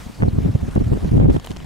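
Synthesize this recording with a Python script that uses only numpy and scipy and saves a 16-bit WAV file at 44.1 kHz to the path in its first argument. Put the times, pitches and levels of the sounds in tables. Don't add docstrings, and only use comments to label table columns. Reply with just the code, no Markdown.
import sys
import numpy as np
from scipy import signal
from scipy.fft import rfft, irfft
from scipy.io import wavfile
from scipy.ndimage import uniform_filter1d

SR = 44100
rng = np.random.default_rng(int(sys.argv[2]) if len(sys.argv) > 2 else 0)


def store_wav(level_fs):
    pcm = np.round(np.clip(np.atleast_2d(level_fs), -1, 1) * 32767)
    wavfile.write(sys.argv[1], SR, pcm.T.astype(np.int16))


N = 72765
T = np.arange(N) / SR

# (t/s, level/dB)
AIR_SPECTRUM = [(400, 3.5), (750, 3.5), (1400, -1), (3100, -7.5), (4000, -10.5), (5500, -12.5), (8200, -15),
                (11000, -19), (16000, -25.5)]
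AIR_LIKENESS = [(100, 0.16), (600, 1), (1400, 0.27), (3100, 0.8), (7000, 0.8), (15000, 0.29)]
AIR_LEVEL = [(0, -45.5), (.18, -47), (.29, -45), (.55, -43.5), (.75, -43.5), (1.1, -42), (1.27, -47.5),
             (1.42, -46), (1.47, -41.5), (1.55, -45)]
# (f/Hz, density/dB)
BRIGHT_SWELLS = [(0.007, 0.12, -48), (0.16, 0.12, -52), (0.93, 0.17, -64), (1.341, 0.038, -47.5),
                 (1.506, 0.071, -54)]
SWELL_SPECTRUM = [(1500, 4), (4700, 4), (8500, 0.5), (15000, -9.5)]
# (t/s, level/dB, f/Hz)
GRIP_SQUEAKS = [(0.151, -49.5, 4550), (.291, -49.5, 4180)]
# (t/s, level/dB, treble tilt/dB per octave)
CASE_TICKS = [(0.753, -38, 6), (1.303, -30, -1.5), (1.3660, -28, -2.5), (1.398, -26, -2),
              (1.445, -26.5, -1.5), (1.449, -29, -1.2), (1.4628, -35, 9), (1.472, -22, -2.5),
              (1.5069, -34.5, 0), (1.515, -25, -2), (1.5639, -29.5, -2), (1.569, -24.5, -2),
              (1.603, -28, -3.5)]
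# (f/Hz, level/dB, t60/s)
CRACK_SPECTRUM = [(200, 10), (900, -11), (3200, 3.5), (7000, -2), (11000, -11), (16000, -21)]
CASE_MODES = [(700, -11.5, 0.015), (1015, -12.5, 0.018), (2100, -20, 0.0058), (3160, -12, 0.013)]
# (t/s, level/dB, width/s)
EDDY_POPS = [(.2231, -3, .00027), (.2348, 0, .00034), (.2836, -6, .0007), (.3877, -9.5, .0007),
             (.7628, -8.5, .00032), (.7761, -6, .0007), (1.3654, -11, .0004)]
# (t/s, level/dB, f/Hz)
EDDY_THUMPS = [(0.5, -11, 108), (0.555, -11, 123), (0.869, -12.5, 104)]
# (t/s, level/dB)
BREEZE_LEVEL = [(0, -38.5), (.165, -45), (.215, -24.5), (.31, -30), (.43, -22.5), (.53, -29.5),
                (.60, -31.5), (.73, -31), (.83, -24), (.94, -21), (1.0, -32), (1.10, -40), (1.135, -10.5),
                (1.29, -18.5), (1.33, -22), (1.38, -24.5), (1.41, -42.5), (1.56, -35)]
# (t/s, length/s, level/dB, roar drive over rumble drive/dB)
EDDY_BUFFETS = [(0.068, 0.0091, -27, -16), (0.098, 0.0058, -27.5, -10), (0.205, 0.015, -26, -2.5),
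                (0.229, 0.013, -8.5, -8), (0.255, 0.023, -14.5, -10.5), (0.282, 0.0079, -8.5, -42),
                (0.334, 0.011, -19, -25), (0.357, 0.021, -20.5, -29), (0.385, 0.0076, -10, -27),
                (0.405, 0.003, -10.5, -31), (0.457, 0.027, -14.5, -10), (0.49, 0.012, -19.5, -5),
                (0.556, 0.0096, -11, -8), (0.633, 0.021, -18, -31), (0.684, 0.0083, -18, -10.5),
                (0.764, 0.0088, -9.5, -1.5), (0.778, 0.0074, -8, -12), (0.812, 0.018, -14, -7),
                (0.918, 0.0068, -10, -11.5), (0.93, 0.012, -12, -2), (0.963, 0.018, -22.5, 0.5),
                (1.033, 0.018, -17, -35), (1.051, 0.016, -17.5, -5), (1.078, 0.028, -20, -23),
                (1.118, 0.0064, -12.5, -31), (1.177, 0.028, -12, -8), (1.214, 0.05, -9.5, -7),
                (1.254, 0.017, -3.5, -14), (1.285, 0.016, -5, -23), (1.3, 0.021, -7.5, -6.5),
                (1.345, 0.017, -19.5, -1), (1.364, 0.0059, -9, -0.5), (1.508, 0.015, -23.5, -4.5)]
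# (f/Hz, density/dB)
COMMON_RUMBLE = [(10, -24), (25, -4.5), (65, 0), (120, -4.5), (190, -8.5), (280, -15.5), (420, -31.5),
                 (800, -44), (2000, -106)]
OPPOSED_RUMBLE = [(10, -24), (30, -11), (80, -4), (160, -1), (240, 0), (330, -8), (480, -14), (900, -27.5),
                  (2500, -79)]
ROAR_SPECTRUM = [(100, -61), (250, 8), (400, 5.5), (550, -6), (800, -11.5), (1200, -21), (2000, -25),
                 (3500, -33.5), (7000, -74)]

SPREAD = .4


def amp(db):
    return 10 ** (np.asarray(db) / 20)


def unit(x):
    return x / np.sqrt(np.mean(x ** 2) + 1e-20)


def read(points, hz):
    f, value = np.transpose(points)
    return np.interp(np.log(hz + 1), np.log(f), value)


def curve(points):
    return amp(np.interp(T, *np.transpose(points)))


def bell(u):
    return np.exp(-np.pi * u ** 2)


def noise(spectrum, tilt_db=0):
    hz = np.fft.rfftfreq(N, 1 / SR)
    gain = amp(read(spectrum, hz) + tilt_db * np.log2(hz + 1))
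    return unit(irfft(rfft(rng.standard_normal(N)) * gain, N))


def ports(common, opposed):
    return np.array([common + opposed, common - opposed])


def air_hiss(patch_db=2, flicker_db=1.74, left_db=0.7):
    frames, hz = N // 128 + 5, np.fft.rfftfreq(512, 1 / SR)
    a, b, c, d, patches = np.moveaxis(rng.standard_normal((frames, len(hz), 5)), 2, 0)
    patches = unit(uniform_filter1d(uniform_filter1d(patches, size=14, axis=0), size=9, axis=1))
    flicker = rng.standard_normal((frames, 1))
    likeness = read(AIR_LIKENESS, hz)
    left = a + 1j * b
    right = likeness * left + np.sqrt(1 - likeness ** 2) * (c + 1j * d)
    gain = amp(read(AIR_SPECTRUM, hz) + patch_db * patches + flicker_db * flicker)
    spectra = np.array([left, right]) * gain
    hiss = signal.istft(spectra.transpose(0, 2, 1), nperseg=512, noverlap=384)[1][:, :N]
    return unit(hiss) * curve(AIR_LEVEL) * amp([[left_db / 2], [-left_db / 2]])


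def bright_swells():
    power = sum(amp(db) ** 2 * bell((T - s) / length) for s, length, db in BRIGHT_SWELLS)
    return np.sqrt(power) * ports(noise(SWELL_SPECTRUM), SPREAD * noise(SWELL_SPECTRUM))


def grip_squeaks(length_s=0.014, skirt_db=-60):
    out = np.zeros(N)
    for s, db, hz in GRIP_SQUEAKS:
        band = noise([(hz / 2, skirt_db), (hz, 0), (hz * 2, skirt_db)])
        out += amp(db) * bell((T - s) / length_s) * band
    return out


def grip_slip(t, pitch, tilt_db, crack_t60_s=0.011):
    ring = sum(amp(db - tilt_db - 60 * t / t60) * np.sin(2 * np.pi * (hz * pitch * t + rng.random()))
               for hz, db, t60 in CASE_MODES)
    crack = amp(-60 * t / crack_t60_s) * noise(CRACK_SPECTRUM, tilt_db)[:len(t)]
    return ring + crack


def case_ticks(rise_s=.0002, detune=.03):
    out = np.zeros((2, N))
    t = np.arange(0, .06, 1 / SR)
    attack = np.minimum(t / rise_s, 1)
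    for s, db, tilt_db in CASE_TICKS:
        pitch = 1 + detune * rng.standard_normal()
        tick = ports(grip_slip(t, pitch, tilt_db), SPREAD * grip_slip(t, pitch, tilt_db))
        slot = out[:, round(s * SR):][:, :len(t)]
        slot += (amp(db) * attack * tick)[:, :slot.shape[1]]
    return out


def eddy_pops(common_db=-18, rebound_widths=2.3):
    out = np.zeros((2, N))
    for s, db, width in EDDY_POPS:
        u = (T - s) / width
        spike = (1 + u ** 2) ** -2
        rebound = (1 + (u / rebound_widths) ** 2) ** -2 / rebound_widths
        swing = 2 * u / (1 + u ** 2) * np.exp(-abs(u) / 10)
        out += amp(db) * ports(amp(common_db) * swing, spike - rebound)
    return out


def eddy_thumps(length_cycles=1.53):
    out = np.zeros(N)
    for s, db, hz in EDDY_THUMPS:
        cycles = (T - s) * hz
        out += amp(db) * bell(cycles / length_cycles) * np.sin(2 * np.pi * (cycles + rng.random()))
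    return out


def turbulence(spectrum, eddy_s=0.048):
    flow = noise(spectrum)
    window = signal.windows.hann(int(eddy_s * SR) + 3)
    power = signal.fftconvolve(abs(signal.hilbert(flow)) ** 2, window, "same")
    return unit(flow / np.sqrt(abs(power) + 1e-9))


def gusts(breeze_roar_db=-16.5, rise_to_fall=0.73):
    rumble_power = curve(BREEZE_LEVEL) ** 2
    roar_power = rumble_power * amp(breeze_roar_db) ** 2
    for s, length, db, roar_db in EDDY_BUFFETS:
        u = (T - s) / length
        swell = bell(np.where(u < 0, u / rise_to_fall, u))
        rumble_power += swell * amp(db) ** 2
        roar_power += swell * amp(db + roar_db) ** 2
    return rumble_power, roar_power


def wind(grit=0.42, deep_hz=103, deep_ceiling_db=-11.5):
    rumble_power, roar_power = gusts()
    common = turbulence(COMMON_RUMBLE)
    crests = unit(1 + grit * (common ** 2 - 1))
    deep = signal.sosfiltfilt(signal.butter(2, deep_hz, fs=SR, output="sos"), common)
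    held_deep = deep / np.sqrt(1 + rumble_power / amp(deep_ceiling_db) ** 2)
    rumble = ports(common - deep + held_deep, amp(-4) * turbulence(OPPOSED_RUMBLE))
    roar = ports(amp(-8) * turbulence(ROAR_SPECTRUM), amp(-3.5) * turbulence(ROAR_SPECTRUM))
    return rumble * np.sqrt(rumble_power) + roar * crests * np.sqrt(roar_power)


def scene():
    buffeting = wind() + eddy_thumps() + eddy_pops()
    return buffeting + air_hiss() + case_ticks() + bright_swells() + grip_squeaks()


def record(dry):
    limit_db, recover_db_per_s, duck_share = -6.5, 80, 0.65
    ceiling, knee, edge_hz = .99, 6, 15800
    recovery_db = T * recover_db_per_s
    common_db = 20 * np.log10(abs(dry.mean(0)) + 1e-9)
    held_db = np.maximum.accumulate(common_db + recovery_db) - recovery_db
    over_db = np.maximum(held_db - limit_db, 0)
    duck_db = duck_share * uniform_filter1d(uniform_filter1d(over_db, size=120), size=120)
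    ducked = dry / amp(duck_db)
    rounded = ducked / (1 + abs(ducked / ceiling) ** knee) ** (1 / knee)
    lowpass = signal.firwin(511, edge_hz, window=("kaiser", 9), fs=SR)
    return signal.oaconvolve(rounded, lowpass[None], "same")


dry = scene()
out = record(dry)
store_wav(out)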